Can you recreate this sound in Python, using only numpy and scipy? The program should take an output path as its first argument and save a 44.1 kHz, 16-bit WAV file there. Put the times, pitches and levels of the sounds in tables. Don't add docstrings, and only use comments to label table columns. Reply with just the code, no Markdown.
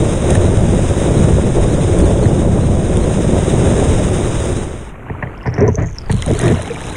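import sys
import numpy as np
from scipy import signal
from scipy.fft import rfft, irfft
from scipy.io import wavfile
from scipy.ndimage import uniform_filter1d

SR = 44100
rng = np.random.default_rng(int(sys.argv[2]) if len(sys.argv) > 2 else 0)


def to_wav(s):
    ch = np.atleast_2d(s).T
    pcm = np.round(np.clip(ch, -1, 1) * 32767)
    wavfile.write(sys.argv[1], SR, pcm.astype(np.int16))


N = 306936
T = np.arange(N) / SR

# time_s, boom_db, drumming_db, spray_db
RIDE_LEVELS = [(0.0, -13.5, -13.5, -30), (0.19, -19, -24.5, -29.5), (0.31, -14, -13.5, -27.5),
               (0.48, -12.5, -18, -31), (1.0, -15, -18, -28.5), (1.25, -10.5, -16, -29),
               (1.52, -15, -18, -31), (2.0, -13.81, -15.5, -30), (2.4, -13.5, -17, -32.5),
               (2.62, -11.5, -17.5, -34), (2.86, -17, -20, -32.5), (3.1, -15, -17, -30.5),
               (3.75, -14, -15.5, -27), (4.15, -16.5, -18.34, -29), (4.5, -19.5, -20.5, -29.5),
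               (4.75, -26.91, -28.5, -36.65), (4.87, -39, -38.5, -39.5), (4.96, -37, -45, -48)]
# frequency_hz, gain_db
BOOM_SPECTRUM = [(30, -24), (60, -2), (95, 2), (150, -1), (200, -5.5), (280, -19), (600, -44.5),
                 (2000, -85)]
# frequency_hz, gain_db
DRUMMING_SPECTRUM = [(80, -49), (180, -1.5), (240, -0.5), (290, -3), (350, 2), (450, -3), (570, -3.5),
                     (680, -10), (900, -18), (1300, -28.5), (2500, -47), (6000, -92)]
# frequency_hz, gain_db
SPRAY_SPECTRUM = [(250, -7.5), (900, 9.5), (1800, 5), (3000, 0.5), (4200, -3.5), (5900, -5), (6400, 2),
                  (7900, -2), (9000, 6), (9900, -11), (11000, -24.5), (12100, -40), (15000, -29),
                  (16000, -14)]
# frequency_hz, gain_db
WIND_SPECTRUM = [(10, -3.5), (25, -4), (45, 0.5), (65, -3.5), (100, -8.5), (250, -36.5), (1000, -87)]
# centre_s, rise_db over the steady wind
GUST_TABLE = [(0.41, 4), (0.6, 5), (0.821, 4), (1.25, 3), (1.6, 9), (2.03, 8), (2.66, 2), (2.98, 5),
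              (3.96, 6), (4.62, 0)]
# frequency_hz, gain_db
MIC_HISS_SPECTRUM = [(1000, 0), (3500, 7), (4700, -17), (6300, 3), (9000, 0.5), (12000, -3), (15000, -17),
                     (16000, -18)]
# time_s, pitch_hz
FILM_PITCH = [(4.85, 3860), (5.3, 4400), (5.38, 5200), (5.48, 5250), (5.6, 5800), (5.87, 6580),
              (5.95, 6200), (5.99, 5210), (6.2, 4020), (6.96, 3920)]
# time_s, swing_hz
FILM_JOLTS = [(0.46, 200), (1.72, 350), (2.04, 720), (2.24, 650), (2.64, 200), (3.03, 300), (4.6, 200),
              (6.38, 650)]
# time_s, loss_db (negative is a lift)
SEAL_LOSS = [(4.6, -0.5), (4.9, 6.5), (4.97, 24), (5.9, 1.5), (6.08, 7), (6.115, -7.5)]
# frequency_hz, t60_s, level_db
HULL_MODES = [(90.4, 0.31, 0), (120.4, 0.29, 0), (159.4, 0.17, 1), (225, 0.074, -0.5), (286, 0.043, -0.5),
              (355, 0.043, -2.5), (437, 0.1, -0.5), (590, 0.025, -15), (690, 0.039, -2), (930, 0.02, -8),
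              (1430, 0.028, -20), (1780, 0.02, -15), (2160, 0.021, -18)]
# start_s, rise_s, length_s, strength_db, splash_db
STROKE_TABLE = [(0.276, 0.043, 0.086, -16, -30), (5.514, .02, .05, -21.5, -31.5),
                (5.578, .025, 0.11, -9.5, -25), (5.776, 0.0099, .066, -16, -27),
                (6.259, .02, 0.05, -10, -39), (6.398, 0.046, 0.13, -7.5, -21.5)]
# frequency_hz, gain_db
SPLASH_SPECTRUM = [(150, -33), (500, 7), (1000, 5.5), (1300, -8), (1850, 7.5), (2300, -4), (2900, -19.5),
                   (4500, -24), (9000, -33), (12000, -57)]
# start_s, peak_db, pitch_hz, decay_s
DROP_TABLE = [(0.305, -9.5, 8900, 0.0041), (0.35, -14.5, 9000, 0.0056), (1.988, -15, 9100, .005),
              (2.971, -13, 9500, 0.0005), (6.116, -14.5, 10000, 0.00099), (6.223, -14, 3300, 0.0015),
              (6.262, -19.5, 8500, 0.00079), (6.125, -18.5, 3900, 0.0022), (6.391, -14, 9500, 0.0012),
              (6.414, -20, 9800, 0.0019), (6.4795, -19.5, 3200, 0.0046), (6.6215, -22, 9400, .0015)]
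# frequency_hz, gain_db
FOAM_SPECTRUM = [(250, -19), (900, 7.5), (1800, 3), (3000, 7), (4200, -5), (5900, -5.5), (6400, 2),
                 (7900, -2.5), (9400, 5), (10200, -11), (11000, -21), (12100, -34), (14700, -20),
                 (16000, -43)]
# start_s, thump_db, crack_db, decay_s of the crack
SLAP_TABLE = [(0.352, -12, -13.5, .006), (2.256, -9, -14, 0.0028), (5.099, -14, -17.5, 0.0016),
              (5.225, -13.5, -10.5, 0.0067), (5.272, -27, -21, 0.0035), (5.457, -12.5, -14.5, 0.02),
              (5.473, -6.5, -12.5, 0.0084), (5.58, -7, -15, 0.0056), (5.679, -12.5, -19, 0.0036),
              (5.776, -9, -35, .008), (5.836, -12, -43, 0.02), (6.096, -5, -13, 0.0096),
              (6.135, -5, -34, 0.045), (6.264, -10, -28, 0.009), (6.306, -9, -21, .003),
              (6.397, -19, -16, 0.0037), (6.518, -6.5, -28, .008), (6.596, -24, -21, .003)]
# time_s, swell_db, lapping_db, fizz_db
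CALM_LEVELS = [(4.87, -41, -38, -56), (5.15, -33.5, -30, -50), (5.7, -31.5, -35, -59),
               (5.83, -19, -38, -68), (5.97, -31, -37, -51), (6.11, -20.5, -33.5, -47.5),
               (6.46, -23.5, -23.5, -39), (6.66, -38, -27, -47), (6.96, -26.5, -26.5, -42.5)]
# frequency_hz, gain_db
LAPPING_SPECTRUM = [(30, -7.5), (120, 15), (220, 9.5), (450, 6), (900, -4.5), (1400, -5), (2200, -9.5),
                    (3000, -18), (4200, -28.5), (8000, -48), (14000, -68)]
# start_s, peak_db
PING_TABLE = [(5.4311, -39), (5.541, -24.5), (5.5842, -32), (5.625, -32), (5.679, -20), (5.755, -16),
              (5.86, -29), (5.985, -15), (6.0611, -36)]
# start_s, pitch_hz, level_db, length_s, rise (share of the pitch, per length)
GLUG_TABLE = [(5.612, 376, -7, 0.043, 0.19), (5.675, 1014, -19.5, 0.02, -0.051),
              (5.743, 430, -18.5, 0.013, 0.02), (5.677, 383, -7.5, 0.015, 0.11),
              (5.771, 615, -20, 0.013, -0.005), (6.125, 198, -12, 0.035, -0.064),
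              (6.225, 1920, -24.5, 0.0072, .1), (6.327, 314, -11.5, 0.013, 0.089),
              (6.351, 420, -18.5, .025, -0.022), (6.445, 358, -11, 0.053, -0.075),
              (6.591, 700, -18, 0.012, -0.21), (6.674, 694, -24, 0.0078, 0.17),
              (6.701, 459, -15.5, 0.021, 0.032), (6.755, 2200, -29, .007, .1)]

WIND_DB, WIND_END_S, WIND_FADE_S = -21, 5.05, 0.65
GUST_S = 0.078
MIC_HISS_DB = -61.5
SWING_HZ, SWING_S = 9, 0.047
STROKE_RELEASE_S, SPLASH_SAG_DB_PER_S = 0.016, 81
SIZZLE_S, SIZZLE_RISE_S, SIZZLE_LENGTH_S, SIZZLE_RELEASE_S, SIZZLE_DB = 5.345, 0.22, 0.62, 0.07, -47
EDGE_HZ = 15700


def amp(db):
    return 10 ** (np.asarray(db) / 20)


def evened(x):
    return x / np.sqrt(np.mean(x ** 2) + 1e-20)


def peaked(x):
    return x / abs(x).max()


def steady(x, seconds):
    power = abs(uniform_filter1d(x ** 2, max(int(seconds * SR), 2)))
    return x / np.sqrt(power + 1e-12)


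def read(points, hz):
    frequency, value = np.transpose(points)
    return np.interp(np.log(hz + 1), np.log(frequency), value)


def levels(rows, fade=0.01):
    s, *columns = np.transpose(rows)
    inside = np.clip(1 + np.minimum(T - s[0], s[-1] - T) / fade, 0, 1)
    return [inside * amp(np.interp(T, s, column)) for column in columns]


def envelope(start, rise, length, release):
    t = T - start
    decay = np.exp(-np.maximum(t - length, 0) / release)
    return np.clip(t / rise, 0, 1) * decay


def add(mix, s, sound):
    part = mix[max(round(s * SR), 0):][:len(sound)]
    part += sound[:len(part)]


def colour(x, points):
    log_gain = np.log(amp(read(points, abs(np.fft.fftfreq(8192, 1 / SR)))))
    response = np.exp(np.conj(signal.hilbert(log_gain)))
    taps = np.fft.ifft(response).real[:4096]
    return signal.oaconvolve(x, taps)[:len(x)]


def flutter(rate_hz, depth_db):
    hz = np.fft.rfftfreq(N, 1 / SR)
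    slow = rfft(rng.standard_normal(N)) / (1 + (hz / rate_hz) ** 4)
    return amp(depth_db * evened(irfft(slow, N)))


def patter(per_s, spread_db):
    size = amp(spread_db * np.minimum(rng.exponential(1, N), 5))
    sign = rng.choice([-1, 1], N)
    return evened(size * sign * (rng.random(N) < per_s / SR))


def burst(decay):
    t = T[:SR // 8]
    return rng.standard_normal(len(t)) * np.exp(-t / decay)


def resonate(x, hz, width):
    turn = np.exp(2j * np.pi * np.cumsum(hz) / SR)
    r = np.exp(-np.pi * width / SR)
    return 2 * (turn * signal.lfilter([1 - r], [1, -r], x / turn + 1e-18)).real


def bubbles(per_s, low_hz, high_hz, cycles, spread_db, count=28):
    out = np.zeros(N)
    for hz in np.geomspace(low_hz, high_hz, count) * rng.uniform(0.97, 1.03, count):
        u = np.arange(0, 6, hz / (cycles * SR))
        decay = (1 - np.exp(-u / 0.15)) * np.exp(-u)
        ring = decay * np.sin(2 * np.pi * cycles * (u + 0.025 * u ** 2))
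        size = amp(spread_db * np.minimum(rng.exponential(1, 200), 3.5))
        starts = np.cumsum(rng.exponential(count / per_s, 200)) + CALM_LEVELS[0][0]
        for s, gain in zip(starts, size):
            if s < T[-1]:
                add(out, s, gain * ring)
    return out


def hull(push, lowest_hz=70):
    t = T[:SR // 3]
    ring = np.zeros(len(t))
    for k, (hz, t60, db) in enumerate(HULL_MODES):
        ring += (-1) ** k * amp(db - 60 * t / t60) * np.sin(2 * np.pi * hz * t)
    ring = signal.sosfilt(signal.butter(2, lowest_hz, "highpass", fs=SR, output="sos"), ring)
    return signal.oaconvolve(push, ring)[:len(push)]


def ride():
    boom_gain, drumming_gain, spray_gain = levels(RIDE_LEVELS, fade=0.03)
    boom = steady(colour(patter(900, 2.3), BOOM_SPECTRUM), 0.071) * flutter(8.6, 0.8)
    chop = patter(3000, 1.7) * flutter(34, 1.3)
    drumming = steady(colour(chop, DRUMMING_SPECTRUM), 0.084) * flutter(14.6, 1.65)
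    grains = patter(7000, 2.77) + 0.91 * rng.standard_normal(N)
    spray = evened(colour(grains * flutter(24, 1.0), SPRAY_SPECTRUM))
    return boom_gain * boom + drumming_gain * drumming + spray_gain * spray


def wind():
    gust_db = sum(db * np.exp(-((T - s) / GUST_S) ** 2) for s, db in GUST_TABLE)
    fade = np.clip((WIND_END_S - T) / WIND_FADE_S, 0, 1)
    noise = steady(colour(rng.standard_normal(N), WIND_SPECTRUM), 0.1)
    return amp(WIND_DB + gust_db) * fade * noise


def mic_hiss():
    return amp(MIC_HISS_DB) * evened(colour(rng.standard_normal(N), MIC_HISS_SPECTRUM))


def film_pitch():
    swings = np.zeros(N)
    for s, hz in FILM_JOLTS:
        swings += hz * np.cos(2 * np.pi * SWING_HZ * (T - s)) * np.exp(-abs(T - s) / SWING_S)
    return np.interp(T, *np.transpose(FILM_PITCH)) + swings


def wet_port(x, peak_db=6.0, notch_db=17, corner_hz=3200, wobble_db=0.12):
    hz, t, z = signal.stft(x, SR, nperseg=384, noverlap=288)
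    pitch = np.interp(t, T, film_pitch() * flutter(21, wobble_db))
    ratio = hz[:, None] / pitch
    lift = peak_db * np.exp(-((ratio - 0.98) / 0.08) ** 2)
    above = ratio - 1.1
    notch = notch_db * np.exp(-(above / np.where(above < 0, 0.06, 0.13)) ** 2)
    treble = (1 + np.tanh((hz[:, None] - corner_hz) / 500)) / 2
    loss = np.interp(t, *np.transpose(SEAL_LOSS)) * treble
    return signal.istft(z * amp(lift - notch - loss), SR, nperseg=384, noverlap=288)[1][:N]


def strokes(blow_s=0.00061):
    strength, splash = np.zeros((2, N))
    for s, rise, length, strength_db, splash_db in STROKE_TABLE:
        pull = envelope(s, rise, length, STROKE_RELEASE_S)
        strength += pull * amp(strength_db)
        splash += pull * amp(splash_db - SPLASH_SAG_DB_PER_S * np.maximum(T - s, 0))
    blows = signal.lfilter([1], [1, -np.exp(-1 / (blow_s * SR))], patter(1200, 1.1))
    answer = np.sqrt(abs(uniform_filter1d(hull(blows) ** 2, 1500)) + 1e-9)
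    knocks = hull(strength * blows / answer)
    gurgle = steady(bubbles(300, 231, 734, cycles=4.6, spread_db=3.0), 0.09)
    spatter = steady(colour(patter(2500, 3.2), SPLASH_SPECTRUM), 0.036)
    plinks = steady(bubbles(500, 900, 2350, cycles=10, spread_db=2.5), 0.032)
    churn = amp(-3.5) * knocks + amp(-9.0) * strength * gurgle
    return churn + splash * (spatter + amp(-4.5) * plinks)


def drops():
    out = np.zeros(N)
    for s, db, hz, decay in DROP_TABLE:
        tick = colour(burst(decay), FOAM_SPECTRUM)
        ring = resonate(tick, np.full(len(tick), hz), 2200)
        add(out, s, amp(db) * peaked(0.27 * tick + ring))
    return out


def slaps():
    out = np.zeros(N)
    t = T[:SR // 3]
    for s, thump_db, crack_db, decay in SLAP_TABLE:
        push = np.exp(-t / (0.1 * decay))
        add(out, s, amp(thump_db) * peaked(hull(push)))
        add(out, s, amp(crack_db) * peaked(colour(burst(decay), SPLASH_SPECTRUM)))
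    return out


def calm():
    swell_gain, lapping_gain, fizz_gain = levels(CALM_LEVELS, fade=0.14)
    swell = steady(colour(rng.standard_normal(N), WIND_SPECTRUM), 0.15)
    laps = steady(colour(patter(2500, 3.7) + 0.54 * rng.standard_normal(N), LAPPING_SPECTRUM), 0.35)
    trickle = steady(bubbles(500, 624, 3020, cycles=4.7, spread_db=4), 0.36)
    foam = steady(colour(patter(1800, 5.2) + 0.5 * rng.standard_normal(N), FOAM_SPECTRUM), 0.23)
    beads = steady(bubbles(500, 3200, 9400, cycles=5.0, spread_db=2.5), 0.3)
    lapping = laps + amp(-7.5) * trickle
    fizz = foam + amp(-6.5) * beads
    return swell_gain * swell + lapping_gain * lapping + fizz_gain * fizz


def film_rings():
    pitch = film_pitch()
    sizzle = patter(500, 4.5)
    for width_hz in (1100, 1400, 1800, 2400):
        sizzle = resonate(sizzle, pitch, width_hz)
    spurts = flutter(30, 4)
    shape = envelope(SIZZLE_S, SIZZLE_RISE_S, SIZZLE_LENGTH_S, SIZZLE_RELEASE_S)
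    out = amp(SIZZLE_DB) * shape * steady(sizzle * spurts, 0.15)
    t = T[:SR // 20]
    decay = (1 - np.exp(-t / 0.0002)) * np.exp(-t / 0.0017)
    for s, db in PING_TABLE:
        ring = decay * np.sin(2 * np.pi * np.interp(s, T, pitch) * t)
        add(out, s, amp(db) * peaked(ring))
    return out


def glugs():
    out = np.zeros(N)
    for s, hz, db, length, rise in GLUG_TABLE:
        u = np.arange(0, 2, 1 / (length * SR))
        swell = (1 - np.exp(-u / 0.12)) / (1 + u ** 8)
        add(out, s, amp(db) * swell * np.sin(2 * np.pi * hz * length * (u + rise * u ** 2 / 2)))
    return out


def scene():
    outside = ride() + wind() + strokes() + drops() + slaps() + calm() + glugs()
    return (wet_port(outside) + film_rings() + mic_hiss())[None]


def record(dry):
    rounded = dry / (1 + (dry / 0.95) ** 8) ** (1 / 8)
    lowpass = signal.firwin(511, EDGE_HZ, window=("kaiser", 9), fs=SR)
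    return signal.oaconvolve(rounded, lowpass[None], "same")


dry = scene()
out = record(dry)
to_wav(out)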